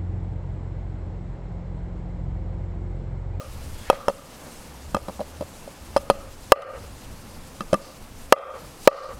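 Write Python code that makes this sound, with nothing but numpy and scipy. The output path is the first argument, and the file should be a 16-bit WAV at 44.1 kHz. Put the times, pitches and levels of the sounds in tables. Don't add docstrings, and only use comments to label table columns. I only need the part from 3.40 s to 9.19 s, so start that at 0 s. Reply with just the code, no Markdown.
import sys
import numpy as np
from scipy import signal
from scipy.io import wavfile

SR = 44100
rng = np.random.default_rng(int(sys.argv[2]) if len(sys.argv) > 2 else 0)


def volts_from_db(level):
    exponent = np.asarray(level, float) / 20
    return 10 ** exponent


def to_wav(s):
    ch = np.atleast_2d(s).T
    pcm = np.round(np.clip(ch, -1, 1) * 32767)
    wavfile.write(sys.argv[1], SR, pcm.astype(np.int16))


N = 255424
LEAD = round(0.3 * SR)


def rms_one(x):
    return x / np.sqrt(np.mean(x ** 2) + 1e-20)


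def in_time(rows):
    s, *columns = np.transpose(rows)
    return [np.interp(np.arange(N) / SR, s, column) for column in columns]


def at_hz(points, hz):
    points = np.array(points)
    return np.interp(np.log(hz), np.log(points[:, 0]), points[:, 1])


def drift(rate_hz):
    step = 40
    r = np.exp(-2 * np.pi * step * rate_hz / SR)
    noise = rng.standard_normal(N // step + 2002)
    slow = signal.lfilter([1], [1, -2 * r, r * r], noise)[2000:]
    return np.interp(np.arange(N) / step, np.arange(len(slow)), rms_one(slow))


def coloured_noise(spectrum, patchy_db, rate_hz):
    edges = spectrum[0][0] * 2 ** (np.arange(40) / 3)
    edges = edges[edges < min(spectrum[-1][0] * 1.3, 0.45 * SR)]
    out, together, white = 0, drift(rate_hz), rng.standard_normal((2, N))
    for k, (low, high) in enumerate(zip(edges, edges[1:])):
        band_filter = signal.butter(2, [low, high], "band", fs=SR, output="sos")
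        band = signal.sosfilt(band_filter, white[k % 2])
        level_db = at_hz(spectrum, np.sqrt(low * high))
        out = out + band * volts_from_db(level_db + patchy_db * (together + drift(rate_hz)))
    return rms_one(out)


def all_blows():
    # start_s [s], force_db [dB], thump_db, middle_db, upper_ring_db [dB]
    contacts = [(-0.17, 12.5, 4, -46, -2), (0.5, 2, -36, 2.5, -3.5), (0.5288, -14.5, -1, -1, -13),
                (0.6827, -3.5, -8, 0.5, -4.5), (0.6931, -16, 16, -15, -4), (0.6985, -14, -17, -1, -10),
                (1.066, -27, -14, -5, -3), (1.5460, -9.5, 21.5, -1.5, 7), (1.5666, -11.5, -3, -4, -7),
                (1.6837, -15.5, 20.5, -2, -6.5), (1.6949, -23, 20, 10.5, -5), (1.794, -20, 25, 10, -29),
                (1.805, -11.5, 4, -41, -14.5), (1.8134, -14, 6, -6, -25), (2.0095, -13.5, 16, -13, -11.5),
                (2.0230, -14.5, -11, -12, -14), (2.2765, -18.5, -12, -22, -16),
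                (2.5638, -1.5, -4, -5, -10.5), (2.5672, -7, -8, -11, 1), (2.7, 0.5, -24, 2.5, -4),
                (2.707, -7, 13.5, -7, -8.5), (3.12, 17.5, -37, 3, 3.5), (4.2062, -19, 26.5, -61, 13),
                (4.3294, -8.5, 24, -21, 0), (4.3313, -1, -25, -28, -9.5), (4.341, -11.5, 29, 2.5, 9.5),
                (4.924, 16.5, -32, 5, 3.5), (5.4748, 16.5, -30, 5, 1)]
    # start_s [s], force_db [dB]
    ticks = [(2.575, -26), (2.713, -40), (3.2200, -24.5), (4.2170, -35), (4.9840, -29), (5.453, -37)]
    # thump_db, middle_db, upper_ring_db, steel_edge_db [dB]
    tick_colour = [11, 13, 13, 23]
    blows = []
    for row in contacts:
        steel_edge_db = 3.5 + 0.63 * row[-1] - 0.078 * row[1]
        blows.append((*row, steel_edge_db))
    for row in ticks:
        blows.append((*row, *tick_colour))
    return blows


def knife_on_board():
    colour_hz = [190, 570, 850, 1230, 3500]
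    # pitch_hz [Hz], level_db [dB], t60_s [s to fade by 60 dB]
    modes = [(208, -30, 0.07), (301, -14.5, 0.019), (455.5, -32, 0.13), (558, -9, 0.052),
             (602, -4.5, 0.033), (773, -1.5, 0.017), (919, -3, 0.015), (1179, -14.5, 0.055),
             (1246.7, -15.5, 0.047), (1303, -13.5, 0.012), (1728, -19.5, 0.02), (1973, -44, 0.09),
             (2646, -27.5, 0.037), (3160, -23.5, 0.019), (4130, -27, 0.018), (5027, -26, 0.021),
             (5990, -31.5, 0.016), (9560, -25, 0.011)]
    detune = 0.01
    rise_s = 0.00041
    crack_db, crack_t60_s = -19.5, 0.013
    crack_low_hz, crack_high_hz = 1850, 11600
    burst_t60_s = 0.022

    out, t = np.zeros((2, N + LEAD + SR)), np.arange(SR // 5) / SR
    hz, level_db, t60_s = np.transpose(modes)[:, :, None]
    spread = 1 + hz / 2000
    blows = all_blows()
    luck = rng.standard_normal((len(blows), 3, len(modes), 1))
    for (s, force_db, thump_db, *upper_db), (louder, higher, shift) in zip(blows, luck):
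        edge_db = upper_db[-1]
        colour_db = at_hz(np.c_[colour_hz, [thump_db, 0, *upper_db]], hz)
        gain = volts_from_db(force_db + colour_db + level_db + spread * louder - 60 * t / t60_s)
        phase = 2 * np.pi * hz * (1 + detune * spread * higher) * t
        phase = phase + shift * np.minimum(hz / 2500, 2)
        ring = (gain * np.sin(phase)).sum(axis=0)

        top_hz = min(crack_high_hz * volts_from_db(0.24 * force_db + 0.2 * edge_db), 0.4 * SR)
        crack_band = signal.butter(2, [crack_low_hz, top_hz], "band", fs=SR, output="sos")
        crack = signal.sosfilt(crack_band, rng.standard_normal(len(t)))
        crack = crack * volts_from_db(force_db + edge_db + crack_db - 60 * t / crack_t60_s)

        swell = 1 - np.exp(-t / (rise_s * volts_from_db(-0.55 * force_db)))
        blow = swell * (ring + crack)
        at = round(s * SR) + LEAD
        out[:, at:at + len(t)] += blow, blow * volts_from_db(-60 * t / burst_t60_s)
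    return out[:, :N + LEAD]


def wall_echoes(bursts):
    # delay_s [s], level_db [dB]
    echo_points = [(0.023, -90), (0.037, -50), (.055, -54), (.15, -58), (0.243, -67), (.275, -80),
                   (.33, -79)]
    # pitch_hz [Hz], width_hz [Hz], level_db [dB]
    echo_peaks = [(544, 96, 1.5), (850, 270, -10), (1185, 105, 4), (1624, 48, -5), (1806, 50, -3.5),
                  (2770, 780, 1.5), (4320, 2900, -10)]
    delay_s, echo_db = np.transpose(echo_points)
    t = np.arange(round(delay_s[-1] * SR)) / SR
    dense = rng.standard_normal(len(t)) * volts_from_db(np.interp(t, delay_s, echo_db)) * (t > delay_s[0])
    t_lumps = np.arange(0, t[-1] + 0.01, 0.007)
    lumps_db = 1.5 * rng.standard_normal(len(t_lumps))
    dense *= volts_from_db(np.interp(t, t_lumps, lumps_db))
    response = 0
    for k, (hz, width_hz, peak_db) in enumerate(echo_peaks):
        r = np.exp(-np.pi * width_hz / SR)
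        resonance = [1, -2 * r * np.cos(2 * np.pi * hz / SR), r * r]
        peak = signal.lfilter([(1 - r * r) / 2, 0, (r * r - 1) / 2], resonance, dense)
        response = response + (-1) ** k * volts_from_db(peak_db) * peak
    return signal.fftconvolve(bursts, response)[:len(bursts)]


def scrapes():
    # start_s [s], end_s [s], centre_hz [Hz],
    # level_db [dB rms before the swell], width [share of the centre, each way]
    strokes = [(0.34, 0.464, 3350, -54, 0.025), (0.406, 0.595, 1850, -44, 0.29),
               (0.916, 1.317, 7800, -55, .3), (4.38, 4.54, 4700, -52.5, 0.11), (5.35, 5.48, 5560, -57, .2),
               (5.45, 5.72, 4430, -40, 0.17)]
    out, t = np.zeros(N), np.arange(N) / SR
    for start, end, hz, level_db, width in strokes:
        grains = rng.standard_normal(N) * volts_from_db(1.2 * drift(60))
        band = signal.butter(1, [hz / (1 + width), hz * (1 + width)], "band", fs=SR, output="sos")
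        stroke = np.sin(np.pi * np.clip((t - start) / (end - start), 0, 1))
        out += volts_from_db(level_db) * stroke * rms_one(signal.sosfilt(band, grains))
    return out


def hiss_and_rustle(murmur_db):
    # start_s [s], end_s [s], level_db [dB above the hiss]
    rustles = [(0.155, 0.48, 2.0), (0.845, 1.225, 0.5), (3.005, 3.143, 2.5), (5.392, 5.465, 8)]
    # pitch_hz [Hz], level_db [relative dB per Hz]
    hiss_colour = [(1290, -31), (2200, -8.5), (2490, -3), (3650, -3.5), (5000, -2), (5440, -3),
                   (8950, -4.5), (12800, -8.5), (15100, -16), (16000, -19)]
    t = np.arange(N) / SR
    level_db = -51.5 + 0.53 * (murmur_db - murmur_db.mean())
    for start, end, rustle_db in rustles:
        rise = np.sin(np.pi / 2 * (t - start) / (end - start))
        level_db = level_db + rustle_db * rise * (t > start) * (t < end)
    return volts_from_db(level_db) * coloured_noise(hiss_colour, patchy_db=1.0, rate_hz=15.6)


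def engine_drone():
    path = list([(1.2, 62.5, -49), (1.256, 66.1, -53), (1.576, 66, -41.5), (1.75, 63, -54),
                 (1.776, 65.6, -40.5), (1.874, 74.7, -48), (2.017, 80, -40), (2.1, 74.6, -57)])
    fade_in = (path[0][0] - 0.1, path[0][1], -80)
    fade_out = (path[-1][0] + 0.083, path[-1][1], -80)
    hz, level_db = in_time([fade_in] + path + [fade_out])
    hum = np.sin(2 * np.pi * np.cumsum(hz) / SR)
    return np.sqrt(2) * volts_from_db(level_db + 2.1 * drift(24)) * hum


def street_murmur(murmur_db):
    # pitch_hz [Hz], level_db [relative dB per Hz]
    murmur_colour = [(71, -50), (120, -1.5), (284, -3), (476, -12.5), (514, -3.5), (607, -9), (838, -8.5),
                     (2600, -20), (3380, -31), (5720, -120)]
    return volts_from_db(murmur_db) * coloured_noise(murmur_colour, patchy_db=0.36, rate_hz=20.0)


def wind(wind_db):
    # pitch_hz [Hz], level_db [relative dB per Hz]
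    wind_colour = [(16, 13.5), (25, -8.5), (40, -4), (80, -1.5), (130, -14.5), (200, -18)]
    return volts_from_db(wind_db) * coloured_noise(wind_colour, patchy_db=-2.5, rate_hz=4.0)


def scene():
    # start_s [s], wind_db [dB], murmur_db [dB]
    surroundings = [(0.0, -47, -48), (0.17, -35.5, -45.5), (0.25, -37.5, -45.5), (0.34, -38, -45.5),
                    (0.78, -49, -49.5), (1.0, -43, -44.5), (1.274, -48, -46), (1.52, -40.5, -47),
                    (1.97, -51, -46.5), (2.3, -44.5, -46), (2.53, -46.5, -46), (2.9, -41, -48),
                    (3.6, -43, -46.5), (4.05, -42, -46.5), (4.48, -47, -47.5), (4.78, -43.5, -47.5),
                    (5.3, -48.5, -46.5), (5.79, -41.5, -50)]
    wind_db, murmur_db = in_time(surroundings)
    hits, bursts = knife_on_board()
    knife = (hits + wall_echoes(bursts))[LEAD:]
    air = wind(wind_db) + street_murmur(murmur_db) + hiss_and_rustle(murmur_db)
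    return (knife + air + scrapes() + engine_drone())[None]


def gain_control(dry):
    threshold_db, hold_ratio = 8, 8
    most_stored_db, deepest_cut_db = 31, 15
    recovery_db_per_s, attack_s = 120, 0.0017
    level_db = 20 * np.log10(np.abs(dry[0]) + 1e-9)
    over_db = np.minimum(hold_ratio * (level_db - threshold_db), most_stored_db)
    climb_db = recovery_db_per_s * np.arange(N) / SR
    stored_db = np.maximum.accumulate(over_db + climb_db) - climb_db
    cut_db = np.clip(stored_db, 0, deepest_cut_db)
    r = np.exp(-1 / (attack_s * SR))
    for _ in range(2):
        cut_db = signal.lfilter([1 - r], [1, -r], cut_db)
    return dry * volts_from_db(-cut_db)


def low_pass(x):
    return signal.sosfilt(signal.butter(12, 16520, fs=SR, output="sos"), x)


def record(dry):
    clipped = np.clip(gain_control(dry), -0.95, 0.95)
    top_filter = signal.cheby2(8, 40, 16900, fs=SR, output="sos")
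    mix = signal.sosfilt(top_filter, clipped)
    return low_pass(mix)


dry = scene()
out = record(dry)
to_wav(out)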